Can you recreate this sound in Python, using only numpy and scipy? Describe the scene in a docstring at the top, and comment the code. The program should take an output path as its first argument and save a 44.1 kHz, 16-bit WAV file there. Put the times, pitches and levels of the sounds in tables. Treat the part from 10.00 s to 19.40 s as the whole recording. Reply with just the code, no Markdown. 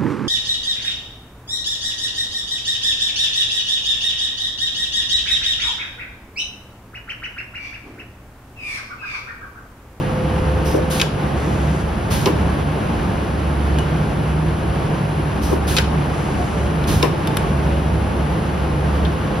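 """A wrap-around labelling machine works through two cycles in a factory hall, near a stereo microphone.
Valves vent air in turbulent jets, a stop gate thuds on its buffer, a clamp clacks shut on a tube,
the label web rustles past and the clamp knocks open; each impact sets the struck part ringing.
Tubes and guide rails click. Beneath it all, motors hum, their drive whistles and the conveyor belt
rumbles, while faint tones slide down far off in the hall."""
import sys
import numpy as np
from scipy import signal
from scipy.fft import rfft, irfft
from scipy.io import wavfile
from scipy.ndimage import uniform_filter1d

SR = 44100
rng = np.random.default_rng(int(sys.argv[2]) if len(sys.argv) > 2 else 0)


def digitize_waveform(pressure):
    """Quantize a signal to 16-bit integers and store it at the path in sys.argv[1].

    Rows of a 2-D input are taken as channels; values are limited to [-1, 1].
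    """
    field = np.atleast_2d(pressure).T
    bounded = np.clip(field, -1, 1)
    quanta = np.round(bounded * 32767).astype(np.int16)
    wavfile.write(sys.argv[1], SR, quanta)


N = 414540
TIME = np.arange(N) / SR

# each tube starts the same timed cycle [start t/s, label feed duration/s]
CYCLES = [(0.649, 0.51), (5.418, 0.59)]
# the bare crack of metal on metal [f/Hz, spectral level/dB]
CRACK_SPECTRUM = [(300, -20), (1300, -8), (2000, -7), (2900, 2), (4400, -3), (5400, -3), (6200, -12),
                  (7200, -13), (11000, -22), (15800, -29)]
# the bright snap of a valve or a small contact [f/Hz, spectral level/dB]
SNAP_SPECTRUM = [(1500, 8.5), (3000, -5), (6000, -4), (9500, 3), (12000, 0), (15800, -8)]


def clamp():
    """Impact excitation: light metal clacks at once; the heavy frame takes a moment to ring and rattle."""
    # the jaws chatter shut on a tube [t/s, clack level/dB, knock level/dB]
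    closings = [(.9985, -17.5, -38), (1.0028, -20.5, -37), (1.0143, -12.5, -27), (1.0163, -12.5, -23),
                (5.7672, -13, -38), (5.7713, -18.5, -34), (5.7762, -16, -31), (5.7830, -21, -24),
                (5.7846, -14.5, -21), (5.788, -20, -21.5)]
    # modes of the jaws [f/Hz, level/dB, T60/s]
    jaw_modes = [(1340, 2, 0.066), (1640, -9, 0.041), (1790, -5, 0.064), (2305, -3, 0.08),
                 (2520, 11, 0.051), (2920, 5, 0.042), (3140, 4, 0.041), (3400, 2, .025), (3570, 7, 0.025),
                 (3880, 8.5, .028), (4530, -6, 0.018), (5360, -2, .04), (5960, 1, 0.029), (7000, 0, 0.06)]
    # hollow clunk of the tube pressed on the roller [f/Hz, spectral level/dB]
    clunk = [(150, -20), (380, -2), (650, -9), (1000, 5), (1180, -6), (1550, 14), (2000, 4.5), (3200, -8),
             (6000, -24)]
    # the clamp opens against its end stop and rebounds [t/s, clack level/dB, knock level/dB]
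    openings = [(2.2584, -18, -24), (2.2596, -18.5, -20.5), (2.2622, -27, -12.5), (2.2725, -26, -16.5),
                (7.0276, -14.5, -34), (7.0286, -15, -25), (7.0308, -25, -11.5), (7.0425, -37, -17)]
    # modes of the end stop [f/Hz, level/dB, T60/s]
    stop_modes = [(2100, -4, .05), (2460, 2, 0.02), (2800, 5, 0.02), (3030, 4, 0.022), (3700, 1, .016),
                  (4090, 4, 0.019), (4500, -8, .03), (5320, 1.5, 0.05), (7130, -7, 0.06)]
    # dull rattle of loose parts on the frame [f/Hz, spectral level/dB]
    rattle = [(120, -30), (300, 15.5), (520, 9.5), (690, -2), (1050, 3), (1350, -5.5), (2600, -7),
              (5000, -23)]
    # modes of the frame [f/Hz, level/dB, T60/s]
    frame_modes = [(300, -1, 0.13), (352, -1, 0.18), (405, 0, 0.19), (490, 2, .08), (535, 1, 0.06),
                   (1038, 9, .07)]

    def strike(blows, modes, body, crack_db, ring_db, frame_db, body_db, body_t60, rise_s=0.0014):
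        out = np.zeros((2, N))
        for start, clack_db, knock_db in blows:
            crack = amp(crack_db) * burst(CRACK_SPECTRUM, t60=0.014)
            clack = amp(ring_db) * ring(modes, spread=0.33) + crack
            frame = amp(frame_db) * ring(frame_modes, spread=0.17)
            knock = frame + amp(body_db) * burst(body, t60=body_t60)
            add(out, start, amp(clack_db) * clack + amp(knock_db) * soften(knock, rise_s))
        return out

    closing = strike(closings, jaw_modes, clunk,
                     crack_db=5, ring_db=-1.5, frame_db=-1, body_db=3.5, body_t60=0.085)
    opening = strike(openings, stop_modes, rattle,
                     crack_db=4, ring_db=-1, frame_db=-2, body_db=-0.5, body_t60=0.17)
    return closing + opening


def stop_gate():
    """Cushioned impact: the gate lands on a soft buffer, each bounce ringing at its own pitch."""
    # landings and bounces [t/s, level/dB, frequency ratio, relative thud level/dB]
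    bumps = [(.7425, -8.5, .98, -10), (.763, -16, 1.12, -12), (.778, -17, 1.18, -10), (5.514, -17, 1.1, 2),
             (5.5215, -15.5, .72, 2), (5.529, -17, .88, -3), (5.556, -22, 1.2, 3)]
    # modes of the gate at ratio 1 [f/Hz, level/dB, T60/s]
    gate_modes = [(326, 8, 0.11), (420, 11, 0.11), (480, 9, 0.1), (545, 3, 0.11), (850, -12, .06)]
    # thud of the buffer [f/Hz, spectral level/dB]
    buffer_spectrum = [(150, -20), (320, 6), (540, -14), (680, -3), (1000, -5), (1600, -17), (3000, -37)]
    out = np.zeros((2, N))
    for start, db, ratio, thud_db in bumps:
        modes = [(hz * ratio, level, t60) for hz, level, t60 in gate_modes]
        ringing = amp(1.5) * ring(modes, spread=0.59)
        thud = amp(thud_db - 0.5) * burst(buffer_spectrum, t60=0.084)
        add(out, start, amp(db) * soften(ringing + thud, rise_s=0.0035))
    return out


def air_exhaust(rise_s=0.0066, close_s=0.03):
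    """Turbulent jet noise: a valve ticks, then its cylinder vents at falling pressure to the stroke's end."""
    # exhausts as the gate moves, the clamp closes and the clamp opens
    # [t/s in the cycle, duration/s, level/dB, decay/(dB/s), relative rush/dB, relative shrill/dB]
    vents = [(0, 0.12, -38, 53, 1, 3.5), (0.253, 0.12, -28.5, 43, -0.5, -7),
             (1.455, .16, -28, 77, 0.5, -3.5)]
    # fine jet at the silencer [f/Hz, spectral level/dB]
    jet_spectrum = [(2000, -23), (5000, -18), (6400, 10), (8000, 3.5), (9500, 8), (11000, 7.5), (12500, 3),
                    (14000, 2), (15800, 6)]
    # lower rush of the valve block [f/Hz, spectral level/dB]
    rush_spectrum = [(500, 13.5), (1500, 9), (2200, 5), (3100, 7.5), (4400, 5.5), (5400, 0.5), (7500, -12),
                     (12000, -13)]
    # narrow resonances of the exhaust port [f/Hz, spectral level/dB]
    shrill_spectrum = [(4000, -24), (5200, 1), (5450, -4), (5800, 0), (6500, -7), (7800, -36), (8400, 2),
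                       (8900, -10)]
    jet, rush, shrill = noise(jet_spectrum), noise(rush_spectrum), noise(shrill_spectrum)
    out = np.zeros((2, N))
    for start, _ in CYCLES:
        for delay, length, db, decay, rush_db, shrill_db in vents:
            t = np.maximum(TIME - start - delay, 0)
            valve = (1 - np.exp(-t / rise_s)) * np.exp(-np.maximum(t - length, 0) / close_s)
            hiss = jet + amp(rush_db + 4) * rush + amp(shrill_db) * shrill
            out += amp(db - decay * t) * valve * hiss
            add(out, start + delay, amp(db + 4) * burst(SNAP_SPECTRUM, t60=0.0084))
    return out * amp(0.49 * drift(120))


def bench_shudder():
    """Forced vibration: the bench shakes while the clamp cylinder travels."""
    # cylinder strokes [t/s in the cycle, duration/s, level/dB]
    strokes = [(0.248, 0.084, -36), (1.45, 0.17, -19)]
    # response of the bench [f/Hz, spectral level/dB]
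    response = [(40, -40), (70, -18), (88, 2), (105, -9.5), (180, -38), (1000, -90)]
    push = sum(amp(db) * np.sin(np.pi * np.clip((TIME - start - delay) / length, 0, 1))
               for start, _ in CYCLES for delay, length, db in strokes)
    return push * noise(response)


def label_web(delay_s=0.69, ramp_s=0.037, level_db=-43, crackle_db=1.5):
    """Friction noise: once the tube is held, the backing paper rustles over the peel plate."""
    # rustle of the paper [f/Hz, spectral level/dB]
    paper = [(800, -8), (2000, 13.5), (4000, 2), (7000, 4.5), (11000, -5), (15800, -34)]
    t = TIME - delay_s
    feed = sum(np.clip(np.minimum(t - start, start + length - t) / ramp_s, 0, 1)
               for start, length in CYCLES)
    return feed * noise(paper) * amp(level_db - crackle_db * drift(320))


def tube_clicks(tap_s=9.0505):
    """Brief contacts excite high modes: tubes and guide rails tick, ping and clink; one soft tap follows."""
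    # contacts [t/s, tick level/dB, snap level/dB, ping level/dB, clink level/dB]
    contacts = [(3.7862, -27, -33, -27, -50), (3.792, -31, -40, -60, -50), (6.8408, -26, -54, -60, -45),
                (7.2738, -22, -24, -38, -33), (7.3695, -19.5, -14.5, -55, -38), (7.372, -22, -20, -55, -50)]
    # modes of a guide rail [f/Hz, level/dB, T60/s]
    rail_modes = [(2420, -4, .022), (3050, 0, .018), (3450, 1, .018), (3850, -2, .018), (4400, -9, .012),
                  (5400, -12, .035)]
    # modes of a glass tube [f/Hz, level/dB, T60/s]
    glass_modes = [(1600, -4, .1), (2934, 0, .2), (6300, -9, .035), (6850, -6, .035), (9211, -7, .07),
                   (9450, -6, .025)]
    # modes of a thin metal clink [f/Hz, level/dB, T60/s]
    clink_modes = [(3542, -5, .08), (4360, -6, .07), (5180, 0, .05)]
    # the papery tap [f/Hz, spectral level/dB]
    tap_spectrum = [(1800, -22), (2800, -7), (3500, 5), (4100, -4), (5200, -16), (8000, -32)]
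    out = np.zeros((2, N))
    for start, tick_db, snap_db, ping_db, clink_db in contacts:
        tick = amp(-1) * ring(rail_modes, spread=0.3) + amp(-5) * burst(CRACK_SPECTRUM, t60=0.014)
        snap = amp(snap_db + 3) * burst(SNAP_SPECTRUM, t60=0.013)
        ping = amp(ping_db) * ring(glass_modes, spread=0.06)
        clink = amp(clink_db) * ring(clink_modes, spread=0.11)
        add(out, start, amp(tick_db) * tick + snap + ping + clink)
    add(out, tap_s, amp(-26.5) * burst(tap_spectrum, t60=0.056))
    return out


def motors(hum_hz=70.72, drone_hz=153.4, gear_hz=512.6, beat_period_s=1.212, beat_peak_s=1.364):
    """Periodic forces give line spectra: motors hum, gears whine, bearings sing and the drive whistles."""
    # uneven throb of the hum [t/s, level/dB]
    throb = [(0, -44), (.13, -42), (.3, -21), (.65, -19), (1, -26.5), (1.1, -39), (1.38, -20.5), (1.7, -19),
             (2.05, -28), (2.25, -28), (2.42, -18), (2.65, -22), (2.8, -31), (3.1, -25), (3.3, -26),
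             (3.5, -17.5), (3.75, -16), (4, -27), (4.15, -35), (4.3, -20.5), (4.75, -24.5), (5, -28),
             (5.3, -37), (5.45, -18.5), (5.75, -18.5), (6.25, -28), (6.45, -24), (6.95, -21), (7.25, -38),
             (7.5, -18), (8.15, -21.5), (8.45, -24), (8.8, -17), (9.1, -18), (9.25, -38)]
    # a higher drone swells and sinks [t/s, level/dB]
    drone_level = [(0, -34), (.5, -25), (.9, -25), (1.2, -45), (1.7, -22.5), (2, -38), (2.3, -25.5),
                   (2.75, -28.5), (3, -48), (3.6, -33), (4, -25.5), (4.45, -25), (4.7, -33), (5.15, -27),
                   (5.6, -30), (5.95, -25.5), (6.55, -41.5), (6.75, -24), (7.05, -20.5), (7.3, -39),
                   (7.6, -25), (8, -31), (8.2, -26.5), (8.9, -27.5), (9.4, -31)]
    # gear whine, loudest in front of the machine [t/s, level/dB]
    whine_level = [(0, -28), (.65, -26), (.97, -28.5), (1.1, -36.5), (3, -42), (6.5, -48), (7.6, -41),
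                   (8, -35), (8.5, -36.5), (9.4, -32)]
    # steady motor tones [f/Hz, level/dB]
    motor_lines = [(49.5, -42), (94, -35.5), (105.5, -34.5), (156.5, -40), (209.4, -46), (245, -45),
                   (286, -43.5), (342, -42), (440, -44.5), (535.5, -46)]
    # faint singing of the bearings [f/Hz, level/dB]
    bearing_lines = [(2929, -60), (5770, -70)]
    # switching tone of the drive and its sidebands [f/Hz, level/dB]
    drive_lines = [(9686, -74), (9736, -64), (9950.6, -61), (9999.7, -64), (10050.5, -62), (10144.5, -67),
                   (10264.4, -57), (10314.7, -68)]
    # the whistle grows as the microphone nears the drive [t/s, gain/dB]
    nearness = [(0, -1.5), (3, 0), (7.5, 0.8), (9.4, -2)]
    hum = amp(curve(throb) - 3) * tone(hum_hz, waver_db=1.2, rate_hz=7.3, phase_rad=0.17)
    beat = 1 + 0.65 * np.cos(2 * np.pi * (TIME - beat_peak_s) / beat_period_s)
    octave = amp(-32.5) * beat * tone(2 * hum_hz, waver_db=0.5, rate_hz=6.1, phase_rad=0.21)
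    drone = amp(curve(drone_level)) * tone(drone_hz, waver_db=2, rate_hz=6.5, phase_rad=0.95)
    whine = amp(curve(whine_level) - 3) * tone(gear_hz, waver_db=2, rate_hz=15, phase_rad=0.3)
    steady = sum(amp(db) * tone(hz, waver_db=2.5, rate_hz=3.5, phase_rad=0.76) for hz, db in motor_lines)
    bearings = sum(amp(db) * tone(hz, waver_db=2, rate_hz=14, phase_rad=1.6) for hz, db in bearing_lines)
    whistle = sum(amp(db) * tone(hz, waver_db=1.2, rate_hz=2.5, phase_rad=1.3) for hz, db in drive_lines)
    return hum + octave + drone + whine + steady + bearings + whistle * amp(curve(nearness))


def conveyor():
    """Random vibration gives broadband noise: the belt rumbles, its sliding slats add a fluttering wash."""
    # belt, fans and hall [f/Hz, spectral level/dB]
    rumble_spectrum = [(15, -29), (30, -15), (50, -0.5), (64, 6), (82, -3), (104, 3.5), (126, -2.5),
                       (158, 4), (205, 2), (262, -5), (300, -1.5), (500, -7.5), (900, -9), (1400, -56.5)]
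    # sliding slats [f/Hz, spectral level/dB]
    wash_spectrum = [(400, -20), (800, -2), (1080, 4), (1300, 0.5), (1550, 0), (2000, -6), (2900, -8),
                     (3800, -15.5), (5000, -19), (7000, -23.5), (8200, -25.5), (10300, -26.5),
                     (12000, -30.5), (13500, -35), (15100, -32), (15800, -37)]
    # the level dips or swells briefly [t/s, half width/s, change/dB]
    swells = [(1.13, 0.076, -3.5), (7.45, 0.18, 1.2)]
    swell_db = sum(db * np.exp(-((TIME - centre) / width) ** 2) for centre, width, db in swells)
    running_db = swell_db + 0.52 * drift(2.6)
    rumble = noise(rumble_spectrum) * amp(-21.5 + running_db + 0.5 * drift(13))
    wash = noise(wash_spectrum) * amp(-30.5 + running_db + 0.5 * drift(33))
    return rumble + wash


def distant_glides(blur=0.55, blur_hz=16, rise_s=0.034, release_s=0.05, fade_db=3):
    """Random modulation broadens a line: sinking, fading tones are blurred a little by the distance."""
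    # far-off tones [t/s, duration/s, initial f/Hz, fall/(octaves/s), level/dB]
    glides = [(6.36, .15, 740, .75, -25), (6.52, .19, 605, .85, -29), (7.23, .2, 880, .2, -29.5),
              (7.36, .28, 745, .9, -33), (7.39, .2, 1120, .2, -33), (7.65, .18, 598, 1.05, -27.5)]
    out = np.zeros((2, N))
    for start, length, hz, fall, db in glides:
        t = np.clip(TIME - start, 0, length)
        phase = 2 * np.pi * np.cumsum(hz * 2 ** (-fall * t)) / SR
        ramps = np.clip(np.minimum(t / rise_s, (length - t) / release_s), 0, 1)
        envelope = amp(db - fade_db * t / length) * ramps
        for channel in out:
            in_phase = np.sqrt(1 - blur ** 2) + blur * drift(blur_hz)
            quadrature = blur * drift(blur_hz)
            channel += envelope * (in_phase * np.cos(phase) + quadrature * np.sin(phase))
    return out


def hall(x, gap_s=0.00087):
    """Reverberation: each channel has a diffuse, exponentially decaying tail, the treble dying first."""
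    # reverberation time [f/Hz, T60/s]
    decay_times = [(200, 0.75), (1500, 0.36), (5000, 0.43), (14000, 0.077)]
    hz, t, bands = signal.stft(rng.standard_normal((2, SR)), SR, nperseg=256)
    decay = amp(-60 * t / at_frequency(decay_times, hz)[:, None])
    _, tail = signal.istft(bands * decay, SR, nperseg=256)
    tail *= np.clip(TIME[:tail.shape[1]] / gap_s - 1, 0, 1)
    return signal.fftconvolve(x, tail / np.linalg.norm(tail[0]), axes=1)[:, :N]


def ring(modes, spread, size=16384):
    """Free decay of modes, slightly detuned at each blow; spread scatters their phase between channels."""
    t = TIME[:size]
    sides = np.array([[1], [-1]])
    out = np.zeros((2, size))
    for hz, db, t60 in modes:
        detune, offset, half_turns = rng.standard_normal(3)
        phase = 2 * np.pi * hz * (1 + 0.013 * detune) * t + np.pi * half_turns
        out += amp(db - 60 * t / t60) * np.sin(phase + spread * offset * sides)
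    return out / np.sqrt(sum(amp(db) ** 2 for _, db, _ in modes) / 2)


def burst(spectrum, t60, size=16384):
    """Modal overlap: countless modes dying together merge into decaying noise."""
    return noise(spectrum, size) * amp(-60 * TIME[:size] / t60)


def noise(spectrum, size=N):
    """Partial coherence: coloured stereo noise of rms 1, partly alike at the two microphone ports."""
    # likeness of left and right [f/Hz, correlation]
    coherence = [(60, .98), (160, .95), (330, .78), (600, .35), (1050, .25), (1550, .15), (2700, .65),
                 (5000, .68), (7500, .88), (11000, .92), (14000, .98)]
    hz = np.fft.rfftfreq(size, 1 / SR)
    mid, side = rfft(rng.standard_normal((2, size)))
    alike = at_frequency(coherence, hz)
    mid, side = mid * np.sqrt(1 + alike), side * np.sqrt(1 - alike)
    return unit(irfft(np.array([mid + side, mid - side]) * amp(at_frequency(spectrum, hz)), size))


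def tone(hz, waver_db, rate_hz, phase_rad):
    """Random amplitude and phase modulation of a sinusoid, at rms 1."""
    envelope = amp(waver_db * drift(rate_hz))
    return unit(envelope * np.sin(2 * np.pi * hz * TIME + phase_rad * drift(rate_hz)))


def drift(rate_hz):
    """Low-passed noise: a slow wander of rms 1."""
    hz = np.fft.rfftfreq(N, 1 / SR)
    return unit(irfft(rfft(rng.standard_normal(N)) * np.exp(-(hz / rate_hz) ** 2), N))


def soften(sound, rise_s):
    """Exponential build-up of the onset."""
    return sound * (1 - np.exp(-TIME[:sound.shape[1]] / rise_s))


def amp(db):
    """Decibels to amplitude ratio."""
    return 10 ** (np.asarray(db) / 20)


def unit(x):
    """Normalisation to rms 1."""
    return x / np.sqrt(np.mean(x ** 2) + 1e-20)


def at_frequency(points, hz):
    """Interpolation on a log-frequency axis."""
    f, value = np.transpose(points)
    return np.interp(np.log(hz + 1), np.log(f + 1), value)


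def curve(points):
    """Interpolation of [t/s, value] at every sample."""
    return np.interp(TIME, *np.transpose(points))


def add(mix, start_s, sound):
    """Superposition of a stereo sound from start_s on."""
    part = mix[:, round(start_s * SR):][:, :sound.shape[1]]
    part += sound[:, :part.shape[1]]


def scene():
    """Superposition: the working cycle and its reverberation over the running noise."""
    leftward = amp([[1], [-1]])
    cycle = air_exhaust() + label_web()
    cycle += leftward * (clamp() + stop_gate() + bench_shudder() + tube_clicks())
    return cycle + conveyor() + motors() + distant_glides() + amp(-12.5) * hall(cycle)


def record(dry, threshold_db=-15, slope=0.11, recovery_db_per_s=12, ceiling=0.85, cutoff_hz=15900):
    """Transduction: port balance and phase, gentle compression, rounded peaks, then a band limit."""
    # the two microphone ports part in phase in the treble [f/Hz, phase difference/rad]
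    port_phase = [(20, 0), (4800, 0), (6000, 1.3), (7600, 3.14), (8300, 3.6), (10600, 6.1), (12000, 6.7),
                  (12900, 7.9), (13900, 9.3), (16000, 9.6)]
    # leftward lean [f/Hz, gain/dB]
    balance = [(150, -0.54), (350, -0.29), (700, 0.31), (5000, 0.14), (9000, -0.048)]
    hz = np.fft.rfftfreq(N, 1 / SR)
    left, right = rfft(dry)
    lean = amp(at_frequency(balance, hz))
    phase_shift = np.exp(1j * np.interp(hz, *np.transpose(port_phase)))
    x = irfft(np.array([left * lean, right / lean * phase_shift]), N)
    power_db = 10 * np.log10(abs(uniform_filter1d((x ** 2).mean(0), size=900)) + 1e-12)
    recovery = recovery_db_per_s * TIME
    held_db = np.maximum.accumulate(power_db + recovery) - recovery
    excess_db = np.maximum(held_db - threshold_db, 0)
    x = x * amp(-slope * uniform_filter1d(excess_db, size=300))
    x = x / (1 + (x / ceiling) ** 8) ** (1 / 8)
    lowpass = signal.firwin(511, cutoff_hz, window=("kaiser", 9), fs=SR)
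    return signal.oaconvolve(x, lowpass[None], "same")


dry = scene()
out = record(dry)
digitize_waveform(out)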